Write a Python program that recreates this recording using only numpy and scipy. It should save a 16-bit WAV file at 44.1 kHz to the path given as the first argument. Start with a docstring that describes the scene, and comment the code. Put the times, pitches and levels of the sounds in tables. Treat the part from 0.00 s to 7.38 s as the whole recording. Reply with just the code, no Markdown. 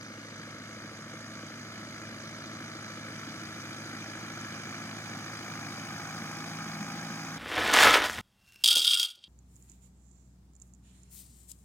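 """A four-cylinder diesel tractor draws a spreader across a field at governed revs, nearing and turning
side-on. Periodic firing makes its exhaust drone, chuff and throb; each combustion excites the modes of
the block, and meshing gears whine. Fan and tyres hiss, and the hopper booms over two bumps.
Spherical spreading raises the level on the approach. A microphone with two closely spaced ports
hears the tractor from slightly left."""
import sys
import numpy as np
from scipy import signal
from scipy.fft import rfft, irfft, next_fast_len
from scipy.io import wavfile
from scipy.ndimage import uniform_filter1d, map_coordinates

SR = 44100
rng = np.random.default_rng(int(sys.argv[2]) if len(sys.argv) > 2 else 0)


def log_audio(samples):
    """Write samples as a 16-bit WAV file to the path given in sys.argv[1]."""
    # one column per channel
    frames = np.atleast_2d(samples).T
    # limit to full scale, then quantise
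    limited = np.clip(frames, -1, 1)
    pcm = np.round(limited * 32767).astype(np.int16)
    wavfile.write(sys.argv[1], SR, pcm)


N = 325458

# governed engine speed: t/s, firing rate/Hz
FIRING_RATE = [(0.0, 54.06), (1.5, 54.45), (2.7, 54.25), (3.4, 54.47), (4.4, 53.9), (5.2, 54.36),
               (6.0, 54.2), (6.7, 54.42), (7.38, 54.24)]
# peaks of the governor's hunting: t/s
HUNT_PEAKS = [-.42, .14, .72, 1.22, 1.7, 2.15, 2.62, 3.22, 3.75, 4.28, 4.85, 5.35, 5.93, 6.56, 7.1, 7.65]
# cylinders in firing order: lateness/firing intervals, level/dB, decay/firing intervals
CYLINDERS = [(0.03, 0.5, 0.46), (0.04, 0.3, 0.42), (0.02, 0.5, 0.48), (0.08, 0.4, 0.42)]
# the tractor's turn: t/s, flank share (0 head-on, 1 side-on)
FLANK_SHARE = [(0, 0.1), (2.5, 0.2), (4, 0.38), (5, 0.6), (6, 1), (7.38, 1)]
# firing harmonics: order, base level/dB, growth/dB per dB of approach, dip at t/s, dip depth/dB
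DRONE_HARMONICS = [(2, -55.4, 0.8, 7.3, 6), (3, -79, 6.15, 4.8, 6.5), (4, -55.5, 0.3, 6, 6),
                   (5, -61.5, 1.6, 4.9, 6)]
# tones of unequal cylinders: multiple of the four-stroke cycle rate, head-on level/dB, side-on level/dB
SIDEBANDS = [(4, -76, -74), (6, -78, -76), (7, -82, -71), (9, -70.5, -63), (10, -67, -64), (11, -60.5, -58),
             (13, -73, -70), (14, -75, -66), (15, -71, -55.5), (17, -74, -69), (18, -65, -65),
             (19, -68, -64), (21, -69, -70), (26, -72, -66), (28, -73, -80), (34, -78, -69), (36, -72, -76),
             (38, -73, -75), (40, -71, -72), (42, -74, -75), (44, -74, -78), (84, -71, -72)]
# spectra of puffs, block, crack and rushing air: f/Hz, relative level/dB head-on, the same side-on
PUFF_SPECTRUM = [(25, -37, -45), (42, -37, -32), (65, -22, -32), (87.6, -7, -11.5), (140, -8.5, -9.5),
                 (144, -1, -3.5), (210, -0.5, -5), (259, 0, -3), (348, -4.5, -6.5), (383, -21, -20),
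                 (523, -61, -39)]
KNOCK_SPECTRUM = [(307, -59, -52), (360, -7.5, -13), (512, -5, -6.5), (600, -6, -4.5), (820, -10, -2.5),
                  (946, -12.5, -6), (1110, -8.5, -1.5), (1205, -0.5, 1), (1763, -1, -1), (1930, -7.5, -6.5),
                  (2180, -2.5, -4), (2486, -5.5, -2.5), (2460, -25, -7), (3370, -66, -49)]
CRACK_SPECTRUM = [(600, -30, -30), (1250, 0, 0), (2400, -3, -3), (2700, -11, -11), (6500, -12, -11),
                  (7500, -20, -19), (15000, -36, -34)]
HISS_SPECTRUM = [(2200, -20, -20), (2650, -1.3, -3), (4000, -.4, -3), (5000, 0, 0), (6500, -2, -2.5),
                 (7200, -9, -9), (9000, -15, -14.5), (10000, -15, -15), (11000, -19.5, -19),
                 (13000, -23, -21.5), (15500, -27, -24)]
# engine panel modes: f/Hz, width/Hz, level/dB, loudest at t/s, spread/s
PANEL_MODES = [(684, 25, -65, 6.7, 1), (752, 30, -65, 6.3, 1.3), (1145, 25, -68, 2, 2),
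               (1210, 20, -62, 5.8, .7), (1245, 18, -56.5, 6.6, .65), (1318, 35, -63, 3.2, 2),
               (1368, 22, -61.5, 4.4, 1.2), (1540, 40, -65, 5, 1.8), (1612, 18, -60.5, 6.9, .7),
               (1698, 30, -58, 4.3, 1), (1960, 50, -67, 4, 2), (2268, 45, -61, 5.8, 1.6),
               (2425, 60, -65, 4.3, 1.3), (2485, 25, -65, 6.9, .8)]
# gear tones: multiple of the firing rate, level/dB, loudest at t/s, spread/s
GEAR_TONES = [(11.75, -61.8, 2.4, 2.6), (12.25, -67.5, 1.6, 3), (14, -68, 5.5, .8), (15, -54, 6.8, 1.45),
              (23, -57, 6.6, .6)]
# band of hiss lifted by the ground echo: t/s, f/Hz
ECHO_BANDS = [(1.8, 4350), (2.7, 4000), (3.5, 3650), (4.3, 3250)]
# hopper booms: t/s, f/Hz, level/dB before the common gain
HOPPER_BUMPS = [(3.262, 287, -46), (6.79, 205, -38)]
# spectrum of the swish: f/Hz, relative level/dB
SWISH_SPECTRUM = [(4000, -30), (5300, 2), (6200, -4), (7500, 0), (10000, -3), (13000, -8), (15500, -18)]
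# likeness of the two ports: f/Hz, coherence (0-1)
PORT_COHERENCE = [(100, 1), (600, .99), (1500, .93), (2500, .85), (2700, .3), (2900, .8), (3120, .3),
                  (3400, .77), (4500, .87), (5000, .5), (5300, .8), (6000, .45), (6650, .8), (7100, .5),
                  (7800, .05), (10000, .5), (10500, .25), (15000, .15)]
# lead of the left port: f/Hz, phase/rad
LEFT_LEAD = [(30, 0), (100, .1), (300, .2), (700, .47), (1300, 1), (2200, 1.6), (2500, 2.2), (2700, 3.3),
             (2880, 6.3), (3050, 6), (3250, 3), (3500, 3), (4100, 4), (4500, 3.7), (4900, 4.6), (5150, 3.4),
             (5750, 3.7), (6200, 7), (6600, 7.1), (7100, 8), (7600, 6.9), (9400, 7.5), (10000, 8.6),
             (13000, 8.3)]
# the lead shrinks as the microphone turns after the tractor: t/s, left delay/samples
PAN_DELAY = [(0, -1.2), (.5, -.1), (1.2, .6), (2.4, -.2), (3.5, .35), (5.2, .35), (6.2, 1), (7.38, 1.2)]
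# resonances and notches of the ports: f/Hz, left gain/dB, right gain/dB
PORT_RESPONSE = [(1500, 0, 0), (2050, 1.2, -1.2), (2480, 0, 0), (2700, -3, -5), (2900, -1.5, -.5),
                 (3150, -8.5, 1), (3400, -3.5, 1), (3700, -1.5, 3), (4200, -2.5, -1.5), (4700, 0, 0),
                 (4970, 5, -3.5), (5250, -2, -1), (5600, -5, -2), (5920, -10.5, 7), (6050, -13, 5),
                 (6400, -6, 1), (6680, 1.5, 5.5), (6850, -3.5, 0), (7480, 4, -3.5), (7780, -.5, -21),
                 (8080, 5, -13), (8350, 4, -5), (8600, 2.5, -11), (9000, 1, -6), (9500, 4.5, -5),
                 (10050, 3.5, -2.5), (10450, -1, -5), (10800, 3.5, 0), (11400, 0, -4.5), (12300, 4.5, -.5),
                 (13000, 0, 0)]


def exhaust_tones(crank, flank, closer_db):
    """Periodic flow radiates harmonics; the strongest dip once as the ground echo interferes."""
    drone = lope = 0
    for order, db, growth, when, dip_db in DRONE_HARMONICS:
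        gain = amp(db + growth * closer_db - dip_db * beam(when, spread_s=.84))
        drone += gain * tone(round(order) * crank, waver_db=.6, drift_rad=.074)
    cycles = crank / len(CYLINDERS)
    for order, head_db, side_db in SIDEBANDS:
        gain = amp(head_db + flank * (side_db - head_db))
        lope += gain * tone(round(order) * cycles, waver_db=1.5, drift_rad=.3)
    return drone + lope


def exhaust_puffs(crank, flank, closer_db, chug_at):
    """Turbulence leaves the pipe in a puff after each firing; a low resonance booms at close range."""
    lope = np.sin(2 * np.pi * (crank - chug_at) / len(CYLINDERS))  # one swell per cycle
    surge = amp(.5 * lope + .9 * wobble(22))
    gate = pulsing(combustions(crank - .25, rise=.23, scatter_db=.5), depth=.44) * surge
    puffs = gate * cyclic_noise(crank, repeat=.14)
    chuff = amp(-52.5 + closer_db - .1 * flank) * radiated(puffs, PUFF_SPECTRUM, flank)
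    boom = unit(filtered(puffs[0], lambda hz: resonance(hz, centre=215, width=170) ** 3))
    return chuff + amp(-50.5) * boom * beam(when=7.3, spread_s=.6)


def silencer_chug(crank, flank, closer_db, chug_at):
    """Impulse response: once a cycle, one cylinder's puff rings the silencer and barks from the pipe."""
    age_s = (crank - chug_at) % len(CYLINDERS) / curve(FIRING_RATE)
    pitch_hz = 305 + 4 * closer_db  # climbs on the approach
    phase = 2 * np.pi * pitch_hz * age_s + .5 * wobble(6)
    ring = swell(age_s, rise=.011, decay=.0105) * np.sin(phase)
    puff = swell(age_s - .001, rise=.003, decay=.006) * cyclic_noise(crank, repeat=.6)[0]
    bark = filtered(puff, lambda hz: resonance(hz, centre=500, width=330) ** 3)
    strength = amp(-6 * flank) * unit(amp(wobble(9.1)))  # uneven, and weaker side-on
    return strength * (amp(-55.5 + closer_db) * unit(ring) + amp(-62.5) * unit(bark))


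def block_knock(crank, flank, closer_db):
    """Forced vibration: each combustion rattles the block and drives the modes of its panels."""
    gate = pulsing(combustions(crank + .04, rise=.2, scatter_db=.3), depth=.6)
    rattle = gate * cyclic_noise(crank, repeat=.24)
    out = amp(-48.5 + closer_db) * radiated(rattle, KNOCK_SPECTRUM, flank)
    for centre, width, db, when, spread_s in PANEL_MODES:
        ring = filtered(rattle[0],
                        lambda hz: resonance(hz, centre, width) * resonance(hz, centre, 6 * width))
        out += amp(db) * unit(ring) * beam(when, spread_s)
    return out


def combustion_crack(crank, flank, closer_db, scatter_db=.8):
    """A brief pulse has a broad spectrum: each pressure peak tops the knock with a metallic crack."""
    delay, decay = .25, .18  # firing intervals
    firing, age = np.divmod(crank - delay + 1, 1)
    strength = amp(scatter_db * rng.standard_normal(512))[firing.astype(int)]
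    snap = unit(strength * np.exp(-age / decay)) * cyclic_noise(crank, repeat=.5)
    return amp(-59.5 + closer_db) * radiated(snap, CRACK_SPECTRUM, flank)


def fan_and_tyre_hiss(crank, flank, closer_db):
    """Broadband noise pulses with the firing; interference with the ground echo lifts a falling band."""
    gate = pulsing(combustions(crank - .06, rise=.18, scatter_db=.7), depth=.3)
    bands = signal.stft(rng.standard_normal((2, N)), nperseg=256)[2]
    flutter = uniform_filter1d(rng.standard_normal(bands.shape[1:]), size=8, axis=0)  # over frequency
    flutter_db = 1.8 * unit(uniform_filter1d(flutter, size=3, axis=1))  # over time
    rustle = signal.istft(bands * amp(flutter_db), nperseg=256)[1][:, :N]
    air = gate * rng.standard_normal(N)
    echo = 0
    for when, centre in ECHO_BANDS:
        band = unit(filtered(air, lambda hz: resonance(hz, centre, width=650) ** 2))
        echo += band * beam(when, spread_s=.45)
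    return amp(-52.23 + closer_db) * (radiated(gate * rustle, HISS_SPECTRUM, flank) + amp(-10) * echo)


def gear_whine(crank):
    """Tooth meshing is locked to the crankshaft, so its tones sway with the engine speed."""
    return sum(amp(db) * beam(when, spread_s) * tone(order * crank, waver_db=.6, drift_rad=.15)
               for order, db, when, spread_s in GEAR_TONES)


def hopper_booms(rise_s=.011, t60_s=.11, gain_db=14):
    """Damped free vibration: each bump sets the spreader's hollow hopper ringing."""
    out = np.zeros(N)
    for when, hz, db in HOPPER_BUMPS:
        age_s = np.maximum(np.arange(N) / SR - when, 0)
        onset = 1 - np.exp(-(age_s / rise_s) ** 2)
        out += amp(db + gain_db - 60 * age_s / t60_s) * onset * np.sin(2 * np.pi * hz * age_s)
    return out


def swish():
    """High-band noise swells once, as of tyres in dry weeds."""
    air = filtered(rng.standard_normal((2, N)), lambda hz: amp(along(SWISH_SPECTRUM, hz)))
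    return amp(-64) * unit(air) * beam(when=3.6, spread_s=.5)


def crank_position(start=.73, hunt_hz=.36):
    """Phase, counted in firings, is the integral of a rate that hunts about the governed speed."""
    swings = np.interp(np.arange(N) / SR, HUNT_PEAKS, np.arange(len(HUNT_PEAKS)))
    firing_hz = curve(FIRING_RATE) + hunt_hz * np.cos(2 * np.pi * swings)
    return start + np.cumsum(firing_hz) / SR


def combustions(crank, rise, scatter_db):
    """Superposed pulses, each cylinder with its own timing, strength and decay; rise in firings."""
    envelope = np.zeros(N)
    for k, (late, db, decay) in enumerate(CYLINDERS):
        cycle, age = np.divmod(crank - k - late + len(CYLINDERS), len(CYLINDERS))
        strength = amp(db + scatter_db * rng.standard_normal(256))[cycle.astype(int)]
        envelope += strength * swell(age, rise, decay)
    return unit(envelope)


def cyclic_noise(crank, repeat):
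    """Partial periodicity: two noises, a share of the first recurring every four-stroke cycle."""
    period = int(SR * len(CYLINDERS) / FIRING_RATE[0][1])
    place = crank / len(CYLINDERS) % 1 * period
    patterns = rng.standard_normal((2, period))
    first, second = [map_coordinates(row, [place], mode="grid-wrap") for row in patterns]
    turn = np.linspace(0, np.pi, N)  # the pattern drifts as the path changes
    recurring = first * np.cos(turn) + second * np.sin(turn)
    pair = rng.standard_normal((2, N))
    pair[0] = np.sqrt(1 - repeat) * pair[0] + np.sqrt(repeat) * recurring
    return pair


def approach_db(nearest_m=16.18, speed_m_per_s=3.39, nearest_s=7.54):
    """Spherical spreading: pressure goes as 1/distance on a straight pass; 0 dB at the outset."""
    distance = np.hypot(nearest_m, speed_m_per_s * (np.arange(N) / SR - nearest_s))
    return 20 * np.log10(distance[0] / distance)


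def radiated(pair, spectrum, flank):
    """Directivity: a common and a scattered signal reach the ports coloured by the tractor's aspect."""
    def view(column):
        def blend(hz):
            angle = np.arccos(np.clip(along(PORT_COHERENCE, hz), 0, 1)) / 2
            return amp(along(spectrum, hz, column)) * [np.cos(angle), np.sin(angle)]
        mid, side = filtered(pair, blend)
        return unit(np.array([mid + side, mid - side]))
    return (1 - flank) * view(1) + flank * view(2)


def beam(when, spread_s):
    """Lorentzian gain, as of a radiation lobe sweeping past the listener."""
    return 1 / (1 + ((np.arange(N) / SR - when) / spread_s) ** 2)


def tone(turns, waver_db, drift_rad):
    """Propagation over the field modulates a sinusoid in level and phase; rms 1."""
    phase = 2 * np.pi * (turns + rng.random()) + drift_rad * wobble(2.87)
    return unit(np.sin(phase) * amp(waver_db * wobble(4.06)))


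def resonance(hz, centre, width):
    """Response of one damped mode; centre and width in Hz."""
    return 1j * hz * width / (centre ** 2 - hz ** 2 + 1j * hz * width)


def swell(age, rise, decay):
    """A soft onset and exponential damping."""
    age = np.maximum(age, 0)
    return (1 - np.exp(-(age / rise) ** 2)) * np.exp(-age / decay)


def pulsing(envelope, depth):
    """Powers add: the gain of a pulsed share, depth, on top of a steady share."""
    return np.sqrt(1 - depth + depth * envelope ** 2)


def filtered(x, response):
    """Linear filtering: the spectrum of x times a complex response."""
    size = next_fast_len(N + 8192, real=True)
    return irfft(rfft(x, size) * response(np.fft.rfftfreq(size, 1 / SR)), size)[..., :N]


def wobble(rate):
    """Smooth random modulation, rate knots a second."""
    return map_coordinates(rng.standard_normal(int(N * rate / SR) + 4), [np.arange(N) * rate / SR])


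def along(table, hz, column=1):
    """Interpolation of one column on a log-frequency axis."""
    columns = np.transpose(table)
    return np.interp(np.log(hz + 1), np.log(columns[0] + 1), columns[column])


def curve(table):
    """Interpolation in time, one value per sample."""
    return np.interp(np.arange(N) / SR, *np.transpose(table))


def amp(db):
    """Decibels to amplitude ratio."""
    return 10 ** (np.asarray(db) / 20)


def unit(x):
    """Normalisation to rms 1."""
    return x / np.sqrt(np.mean(x ** 2) + 1e-20)


def scene():
    """Superposition: one crankshaft times exhaust and engine; a phase lead places the sum to the left."""
    crank, flank, closer_db = crank_position(), curve(FLANK_SHARE), approach_db()
    chug_at = 2.05  # firing intervals into the cycle
    mix = (exhaust_tones(crank, flank, closer_db)
           + exhaust_puffs(crank, flank, closer_db, chug_at)
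           + silencer_chug(crank, flank, closer_db, chug_at)
           + block_knock(crank, flank, closer_db)
           + combustion_crack(crank, flank, closer_db)
           + fan_and_tyre_hiss(crank, flank, closer_db)
           + gear_whine(crank) + hopper_booms() + swish())
    left, right = filtered(mix, lambda hz: np.exp(1j * np.outer([.5, -.5], along(LEFT_LEAD, hz))))
    left = map_coordinates(left, [np.arange(N) - curve(PAN_DELAY)], order=5, mode="nearest")
    return np.array([left, right])


def record(dry):
    """Port resonances colour the treble of each channel, and nothing passes above the band limit."""
    limit_hz = 15800
    return filtered(dry, lambda hz: amp([along(PORT_RESPONSE, hz, c) for c in (1, 2)]) * (hz < limit_hz))


dry = scene()
out = record(dry)
log_audio(out)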